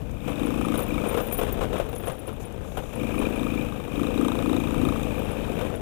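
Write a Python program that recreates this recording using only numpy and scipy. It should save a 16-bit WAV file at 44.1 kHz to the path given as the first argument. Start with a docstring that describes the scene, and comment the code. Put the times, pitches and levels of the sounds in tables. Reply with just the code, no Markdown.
"""A four-stroke moped putters over a rough dirt track, heard from the rider's seat on the left channel.
Each engine cycle gives a knock with an exhaust puff, then an airbox gulp that swells as the throttle opens.
Ruts make the plastic fairing clatter and keys jingle at the ignition.
Sand sprays against the mudguard; tyres and air rumble underneath."""
import sys
import numpy as np
from scipy import signal
from scipy.fft import rfft, irfft
from scipy.io import wavfile

SR = 44100
rng = np.random.default_rng(int(sys.argv[2]) if len(sys.argv) > 2 else 0)


def log_audio(samples):
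    """Write samples as a 16-bit WAV file to the path given in sys.argv[1]."""
    # one column per channel
    frames = np.atleast_2d(samples).T
    # limit to full scale, then quantise
    limited = np.clip(frames, -1, 1)
    pcm = np.round(limited * 32767).astype(np.int16)
    wavfile.write(sys.argv[1], SR, pcm)


N = 256220
TIME = np.arange(N) / SR

# modes of each key: f/Hz, level/dB
KEY_MODES = {"tiny": [(14950, 0), (14610, -18)], "long": [(11962, 0), (9070, -12), (12757, -15)],
             "slim": [(12757, 0)], "flat": [(9070, 0)], "broad": [(9803, 0)], "short": [(10596, 0),
             (11151, -7)]}
# fairing's response to a jolt: f/Hz, density/dB
SLAP_SPECTRUM = [(100, -5), (300, -16), (480, 3), (650, -2), (820, -11), (1040, -6.5), (1250, -8.5),
                 (1900, -22), (2700, -17), (3700, -22.5), (4400, -37.5), (7000, -33), (15000, -33)]


def engine():
    """Single cylinder: its sounds are tied to the four-stroke cycle and follow the load."""
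    # engine speed: t/s, firing rate/Hz
    firing = [(0.0, 28.55), (0.33, 25.79), (0.5, 27.92), (0.7, 27.94), (0.87, 26.71), (1.17, 26.57),
              (1.6, 33.05), (2.05, 26.98), (2.9, 29.09), (3.1, 26.99), (3.33, 28.08), (3.56, 27.6),
              (3.9, 25.14), (4.12, 28.15), (4.45, 28.34), (4.92, 27.77), (5.25, 26.33), (5.81, 27.58)]
    # throttle opens, coasts over the ruts, then pushes in bursts: t/s, load/dB (0 = wide open)
    throttle = [(0, -35), (.2, -26), (.28, -5.5), (.36, -12), (.43, -0.5), (.51, -5.5), (.75, -2.5),
                (.85, -17), (.92, -2.5), (1.1, -12), (1.27, -18), (2.0, -32), (2.6, -35.5), (2.92, -26),
                (3.02, -6), (3.1, -10), (3.18, -1.5), (3.32, -11.5), (3.43, -2), (3.52, -7), (3.6, -4.5),
                (3.7, -15), (3.89, -19), (3.98, -2.5), (4.03, 1), (4.11, -13), (4.19, 0.5), (4.26, 2),
                (4.32, -4), (4.41, -8), (4.48, 0.5), (4.56, 1.5), (4.67, -7.5), (4.76, -4.5), (4.81, 0.5),
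                (4.87, 1.5), (4.93, -6.5), (5.3, -11.5), (5.67, -12), (5.81, -50)]
    cycles = .255 + np.cumsum(curves(firing)[0]) / SR
    load_db = curves(throttle)[0]
    return gas(cycles, load_db) + metal(cycles, load_db)


def gas(cycles, load_db):
    """The airbox gulps, higher under load; exhaust rings pipe and silencer; the piston expels the rest."""
    # intake air: f/Hz, density/dB
    churn = [(60, -18), (160, -28), (220, 9.5), (320, 9.5), (380, 6.5), (480, 10), (600, -33), (1000, -14),
             (2000, -28.5)]
    gulp = puffs(cycles, at=.535, hz=287 + 1.3 * load_db, swell_s=.006, uneven_db=.8, jitter_s=5e-5, order=3)
    airbox = -puffs(cycles, at=.615, hz=222, swell_s=.011, uneven_db=.8, jitter_s=1e-4)
    exhaust = puffs(cycles, at=.91, hz=112, swell_s=.0033, uneven_db=1, jitter_s=1e-4)
    pipe = puffs(cycles, at=.91, hz=500, swell_s=.008, uneven_db=1.5, jitter_s=1.5e-4)
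    silencer = puffs(cycles, at=.09, hz=254, swell_s=.0042, uneven_db=1, jitter_s=1e-4, order=2)
    piston = puffs(cycles, at=.28, hz=41, swell_s=.0033, uneven_db=1, jitter_s=2e-4)
    intake = amp(-29.5 + load_db) * (gulp + .25 * colour(noise(), churn))
    flow = amp(.81 * np.minimum(load_db + 11, 0))  # steady above a light load
    drone = amp(-41.5) * airbox + amp(-40.5) * exhaust + amp(-43.5) * piston + amp(-45) * pipe
    return intake + flow * drone + amp(-38.5 + .72 * load_db) * silencer


def metal(cycles, load_db, burn_lag_s=.013):
    """Combustion knocks on the casing and rings the fins; the valve gear ticks and hisses."""
    # combustion knock: f/Hz, density/dB
    knock_spectrum = [(300, -3), (500, -9), (800, 4.5), (1050, 3.5), (1240, 12.5), (1450, -8.5), (2000, -6),
                      (2500, -69), (3100, -1.5), (3750, -14.5), (4300, -43), (8500, -13), (15000, -26)]
    # bright crack opening each firing: f/Hz, density/dB
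    crack_spectrum = [(1000, -20), (3000, -19), (3750, 22), (4400, -22), (5500, 3), (8500, 3), (11000, 2),
                      (15000, -34)]
    # valve hiss: f/Hz, density/dB
    hiss_spectrum = [(1200, 2), (2000, -12), (2250, -1), (2450, 6), (2850, -2), (3600, -11), (4300, -22),
                     (7000, -17.5), (14500, -15.5)]
    # slow drift of the metallic noises: t/s, tick gain/dB, knock gain/dB
    drift = [(0, -4, -10), (.33, -9, -3.5), (.7, -14.5, 0), (.97, -3, -3), (2.5, 1, -0.5),
             (3.05, -3.5, -3.5), (3.6, -4, -4.5), (4.0, -8, -3.5), (4.28, -12, 0.5), (4.55, -9.5, -1),
             (4.88, -9, -1), (5.2, -10.5, -6), (5.81, -11, -7)]
    tick_drift_db, knock_drift_db = curves(drift)
    # the charge burns after its gulp, so the knock trails the load
    knock_db = -45 + .48 * np.interp(TIME - burn_lag_s, TIME, load_db) + knock_drift_db
    coast_db = .5 * np.minimum(load_db + 7, 0)  # valve gear fades below a light load
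    valve_db = -45 + coast_db
    knock = amp(knock_db + 1.5) * colour(unit(burst(cycles, at=.915, decay=.1)) * noise(), knock_spectrum)
    snap = unit(burst(cycles, at=.915, decay=.08))
    crack = amp(knock_db - 11.5) * colour(snap * noise(), crack_spectrum)
    high_mode = puffs(cycles, at=.975, hz=1240, swell_s=.002, uneven_db=2, jitter_s=3e-4, spread=.03)
    low_mode = puffs(cycles, at=.965, hz=1040, swell_s=.002, uneven_db=3, jitter_s=3e-4, spread=.04)
    casing = amp(knock_db - 3) * high_mode + amp(knock_db - 5) * low_mode
    fins = puffs(cycles, at=.95, hz=3680, swell_s=.0016, uneven_db=4, jitter_s=4e-4, order=2, spread=.02)
    fins *= amp((knock_db + valve_db) / 2 - 13 + .35 * coast_db)
    tick = puffs(cycles, at=.02, hz=2420, swell_s=.0023, uneven_db=4, jitter_s=5e-4, spread=.025)
    tock = puffs(cycles, at=.4, hz=2440, swell_s=.003, uneven_db=3, jitter_s=.004, order=2, spread=.025)
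    # throttle shut: ticks sink into the hiss
    ticks = amp(valve_db + coast_db + tick_drift_db) * (tick + .6 * tock)
    valves = .7 + .65 * burst(cycles, at=.22, decay=.25) + .2 * stroke(cycles, at=.02, width=.07)
    hiss = amp(valve_db + .5) * colour(unit(valves) * noise(), hiss_spectrum)
    return knock + crack + casing + fins + ticks + hiss


def fairing(taps_per_s=600, tap_s=.0022, attack_s=.00054, rattle_s=.019):
    """Loose panels chatter throughout; at each jolt they slap, thud and rattle on."""
    # track roughness: t/s, relative chatter level/dB
    roughness = [(0, -51), (.22, -50.5), (.32, -44), (1.15, -40.5), (1.8, -43), (2.2, -47.5), (2.85, -48.5),
                 (3.22, -40.5), (3.85, -46), (4.1, -41), (5.6, -41), (5.81, -42)]
    # jolts: t/s, relative level/dB, slap decay/s
    ruts = [(0.277, -20.5, 0.019), (.305, -36, 0.012), (0.74, -16, 0.0085), (0.779, -22, 0.045),
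            (.805, -32, 0.016), (1.037, -19.5, 0.011), (1.058, -22.5, 0.035), (1.109, -22, 0.022),
            (1.143, -15, 0.01), (1.173, -16, 0.023), (1.2, -26, 0.017), (1.387, -15, 0.012),
            (1.412, -15, 0.012), (1.447, -23, .006), (1.464, -21.5, 0.0037), (1.486, -20, 0.014),
            (1.572, -22, 0.0094), (1.607, -16.5, 0.027), (1.634, -17.5, 0.0047), (1.73, -17.5, 0.018),
            (1.756, -20.5, 0.016), (1.778, -24, 0.026), (1.798, -18, 0.011), (1.93, -25.5, 0.013),
            (2.036, -28, 0.05), (2.071, -17, 0.013), (2.097, -18, 0.0079), (2.13, -35, 0.0084),
            (2.277, -23, 0.015), (2.289, -32, 0.0069), (2.77, -16, 0.0094), (2.788, -21.5, 0.0071),
            (2.928, -26, 0.017), (3.219, -20, 0.017), (4.872, -33, .012), (5.588, -18, 0.0087),
            (5.61, -17, 0.01), (5.648, -25, 0.021)]
    # loose panels: f/Hz, density/dB
    panel_spectrum = [(80, -10), (190, -2.5), (330, 0.5), (480, 6.5), (620, 0), (800, -4.5), (1080, -13.5),
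                      (1300, -14.5), (1600, -14), (2000, -19.5), (2600, -18), (3600, -20.5), (4400, -35.5),
                      (7000, -32), (15000, -36)]
    # hollow body under the fairing: f/Hz, density/dB
    thud_spectrum = [(200, -21), (420, -11), (490, 20), (570, -5), (660, -11), (1000, -29), (3000, -60)]
    t = np.arange(SR // 4) / SR
    taps = (rng.random(N) < taps_per_s / SR) * 1.
    chatter = unit(signal.oaconvolve(taps, np.exp(-t / tap_s))[:N] * noise())
    shake, slaps = amp(curves(roughness)[0] + 3.5), np.zeros(N)
    for s, db, decay_s in ruts:
        add(shake, s, amp(db - 19.5) * np.exp(-t / rattle_s))
        add(slaps, s, amp(db - 15) * (1 - np.exp(-t / attack_s)) * np.exp(-(t / decay_s) ** 2 / 2))
    thud = amp(-7) * colour(slaps * noise(), thud_spectrum)
    panels = colour(shake * unit(chatter + .81 * noise()), panel_spectrum)
    return panels + colour(slaps * noise(), SLAP_SPECTRUM) + thud


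def fittings(clicks_per_s=22, decay_s=.0027):
    """Small loose fittings click softly at random."""
    clicks = (rng.random(N) < clicks_per_s / SR) * rng.uniform(.16, 1, N)
    envelope = signal.oaconvolve(clicks, np.exp(-np.arange(SR // 20) / SR / decay_s))[:N]
    return amp(-43) * colour(envelope * noise(), SLAP_SPECTRUM)


def key_clinks(free_t60_s=.15, touch_t60_s=.043, contact_s=.00048, tick_s=.013):
    """A struck key ticks and rings until it lands on a neighbour, which adds damping."""
    # clinks of each key: t/s, level/dB, free ringing/s
    clinks = { "tiny": [(.776, -38, .004), (.792, -43, .02), (.825, -38, .008), (.883, -42, .004),
              (1.088, -39, .016), (1.175, -45, .015), (1.216, -39, .04), (1.268, -40, .005),
              (1.324, -32, .022), (1.379, -33, 0.026), (1.525, -33, .008), (1.891, -42, .004),
              (2.002, -43, .008), (2.191, -48, .006), (3.294, -48, .004)], "long": [(.772, -51, .004),
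              (.789, -51, .006), (.882, -49, .004), (1.085, -46, .015), (1.124, -45, .035),
              (1.214, -44, .02), (1.267, -41, 0.0072), (1.324, -31, 0.021), (1.381, -39, 0.062),
              (1.525, -35, .004), (2.056, -42, .004), (5.189, -44, .004)], "slim": [(1.166, -47, .06),
              (1.257, -50, .05), (1.374, -43, .06), (1.44, -52, .08), (1.99, -55, .08), (2.275, -51, .03),
              (2.777, -48, .008)], "flat": [(.61, -47, 0.0036), (.775, -50, .004), (1.071, -43, .004),
              (1.085, -38.5, 0.021), (1.3, -46, .004), (1.43, -49, .005)], "broad": [(.304, -48, .004),
              (.459, -42.5, .004), (.655, -46, .004), (.745, -44, 0.0051), (.776, -33, 0.0022),
              (.798, -42, .004), (.831, -44, 0.0045), (1.165, -41, .004), (1.342, -39, 0.018),
              (1.375, -37, .008), (1.784, -41.5, .005), (1.95, -43.5, .008), (2.065, -42, .005),
              (2.079, -37, .008), (2.117, -41.5, 0.0041), (2.27, -42.5, .008), (2.453, -44.5, 0.0057),
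              (2.954, -43, 0.0046), (3.189, -37.5, 0.0037), (5.314, -44.5, 0.0074)],
              "short": [(.776, -46, .004), (1.205, -48, .005), (1.472, -50, .008), (1.966, -45, .004),
              (1.98, -38.5, 0.0057), (2.079, -42, .005), (2.191, -45, 0.01), (2.33, -50, .004),
              (2.771, -45.5, 0.0074), (3.358, -46, .005), (5.247, -47.5, .005), (5.756, -42.5, 0.0046)]}
    t, out = np.arange(SR // 7) / SR, np.zeros(N)
    for key, strikes in clinks.items():
        for s, level_db, free_s in strikes:
            fade_db = 60 * (t / free_t60_s + np.maximum(t - free_s, 0) / touch_t60_s)
            envelope = amp(level_db - fade_db) * (1 - np.exp(-t / contact_s))
            for hz, db in KEY_MODES[key]:
                # the contact point favours some modes and loads the key slightly
                favour, detune, phase = rng.standard_normal(3)
                ring = np.sin(2 * np.pi * (hz * (1 + .0015 * detune) * t + phase))
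                add(out, s, amp(db + .99 * favour) * envelope * ring)
            tick = np.diff(rng.standard_normal(len(t) + 2), 2) * np.exp(-t / tick_s)
            add(out, s, amp(level_db - 17) * tick)
    return out


def key_jingle(touches_per_s=90, attack_s=.00032, ring_s=.0047):
    """The swinging keys brush and scrape each other lightly."""
    # briskness of the swing: t/s, relative level/dB
    swing = [(0, -22), (.65, -24), (.8, 16.5), (.95, -12), (1.38, 10), (1.62, -13), (2.05, 0), (2.4, -14),
             (5.81, -14)]
    strength = amp(curves(swing)[0])
    t, out = np.arange(SR // 20) / SR, np.zeros(N)
    envelope = np.exp(-t / ring_s) * (1 - np.exp(-t / attack_s))
    for modes in KEY_MODES.values():
        touches = rng.random(N) < touches_per_s / len(KEY_MODES) / SR
        tone = sum(amp(db) * np.sin(2 * np.pi * hz * t) for hz, db in modes)
        scrape = amp(-9) * np.diff(rng.standard_normal(len(t) + 2), 2)
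        out += signal.oaconvolve(touches * strength, envelope * (tone + scrape))[:N]
    return amp(-50) * out


def sand():
    """The tyres throw short sprays of sand at the mudguard."""
    # sprays: t/s, level/dB, length/s
    sprays = [(0.11, -56, 0.0092), (1.959, -48, 0.0079), (2.393, -55, 0.053), (2.524, -51, 0.0041),
              (2.572, -60.5, 0.45), (2.93, -53, .008), (5.028, -48, 0.0077)]
    # sand on the mudguard: f/Hz, density/dB
    spray_spectrum = [(3500, -12), (5200, -4), (6600, 6.5), (8500, -2), (10500, 3), (15000, -2)]
    out = np.zeros(N)
    for s, db, length_s in sprays:
        window = signal.windows.tukey(int(length_s * SR), .5)
        add(out, s, amp(db) * window * noise()[:len(window)])
    return colour(out, spray_spectrum)


def rumble(lumps_db=1.0, lumps_hz=8.1):
    """Tyres and passing air rumble in lumps."""
    # tyres and air: t/s, relative level/dB
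    road = [(0, -29.5), (.2, -34), (1.25, -33.5), (1.8, -30), (2.2, -36), (3.2, -35.5), (4.6, -34),
            (4.86, -26.5), (5.15, -35), (5.81, -32.5)]
    # road rumble: f/Hz, density/dB
    road_spectrum = [(10, -27), (28, 2.5), (60, 0), (90, 0), (150, -4.5), (250, -7.5), (500, -22),
                     (1500, -52)]
    return amp(curves(road)[0] - 5 + lumps_db * wander(lumps_hz)) * colour(noise(), road_spectrum)


def puffs(cycles, at, hz, swell_s, uneven_db, jitter_s, order=1, spread=0):
    """A cavity or metal part rings once a cycle at phase `at`; spread is relative pitch scatter; rms 1."""
    times = TIME[1:][np.diff(np.floor(cycles - at)) > 0]
    t = np.arange(-swell_s, 6 * swell_s, 1 / SR)
    age = np.maximum(1 + t / swell_s, 0)
    swell = (age * np.exp(1 - age)) ** order
    out = np.zeros(N)
    for s, (size, late, sharp) in zip(times, rng.standard_normal((len(times), 3))):
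        ring_hz = np.broadcast_to(hz, N)[round(s * SR)] * (1 + spread * sharp)
        ring = swell * np.cos(2 * np.pi * ring_hz * t)
        add(out, s - swell_s + jitter_s * late, amp(uneven_db * np.clip(size, -2, 2)) * ring)
    return unit(out)


def burst(cycles, at, decay):
    """Window that snaps open once a cycle and dies away; at, decay in cycles."""
    return np.exp(-((cycles - at) % 1) / decay)


def stroke(cycles, at, width):
    """Gaussian window once a cycle; at, width in cycles."""
    return np.exp(-.5 * (((cycles - at + .5) % 1 - .5) / width) ** 2)


def colour(x, spectrum, size=4096):
    """Minimum-phase filter of unit energy with the given spectral shape."""
    hz, db = np.transpose(spectrum)
    bin_hz = abs(np.fft.fftfreq(size, 1 / SR))
    log_gain = np.log(amp(np.interp(np.log(bin_hz + 1), np.log(hz), db)))
    impulse = np.fft.ifft(np.exp(np.conj(signal.hilbert(log_gain)))).real[:size // 2]
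    return signal.oaconvolve(x, impulse / np.linalg.norm(impulse))[:N]


def noise():
    """White noise."""
    return rng.standard_normal(N)


def wander(hz):
    """Random drift up to about hz; rms 1."""
    lowpass = np.exp(-(np.fft.rfftfreq(N, 1 / SR) / hz) ** 2)
    return unit(irfft(rfft(noise()) * lowpass, N))


def amp(db):
    """dB to gain."""
    return 10 ** (np.asarray(db) / 20)


def unit(x):
    """Scale to rms 1."""
    return x / np.sqrt(np.mean(x ** 2) + 1e-20)


def curves(table):
    """Value columns of a timed table, per sample."""
    s, *columns = np.transpose(table)
    return [np.interp(TIME, s, column) for column in columns]


def add(mix, s, sound):
    """Mix a sound in at time s."""
    part = mix[max(round(s * SR), 0):][:len(sound)]
    part += sound[:len(part)]


def scene():
    """The ride on the left; only a faint trace and noise on the right."""
    ride = engine() + fairing() + fittings() + key_clinks() + key_jingle() + sand() + rumble()
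    floor_spectrum = [(20, 4.5), (200, -7.0), (1000, -13.5), (15000, -20.5)]  # f/Hz, density/dB
    floor = amp(-66) * colour(noise(), floor_spectrum)
    return np.array([amp(7) * ride, amp(-68) * ride + floor])


def record(dry):
    """Low cut at 8 Hz, band limit at 15350 Hz."""
    low_cut = signal.lfilter(*signal.butter(1, 8, "high", fs=SR), dry)
    band_limit = signal.firwin(401, 15350, window=("kaiser", 8), fs=SR)
    return signal.oaconvolve(low_cut, band_limit[None], "same")


dry = scene()
out = record(dry)
log_audio(out)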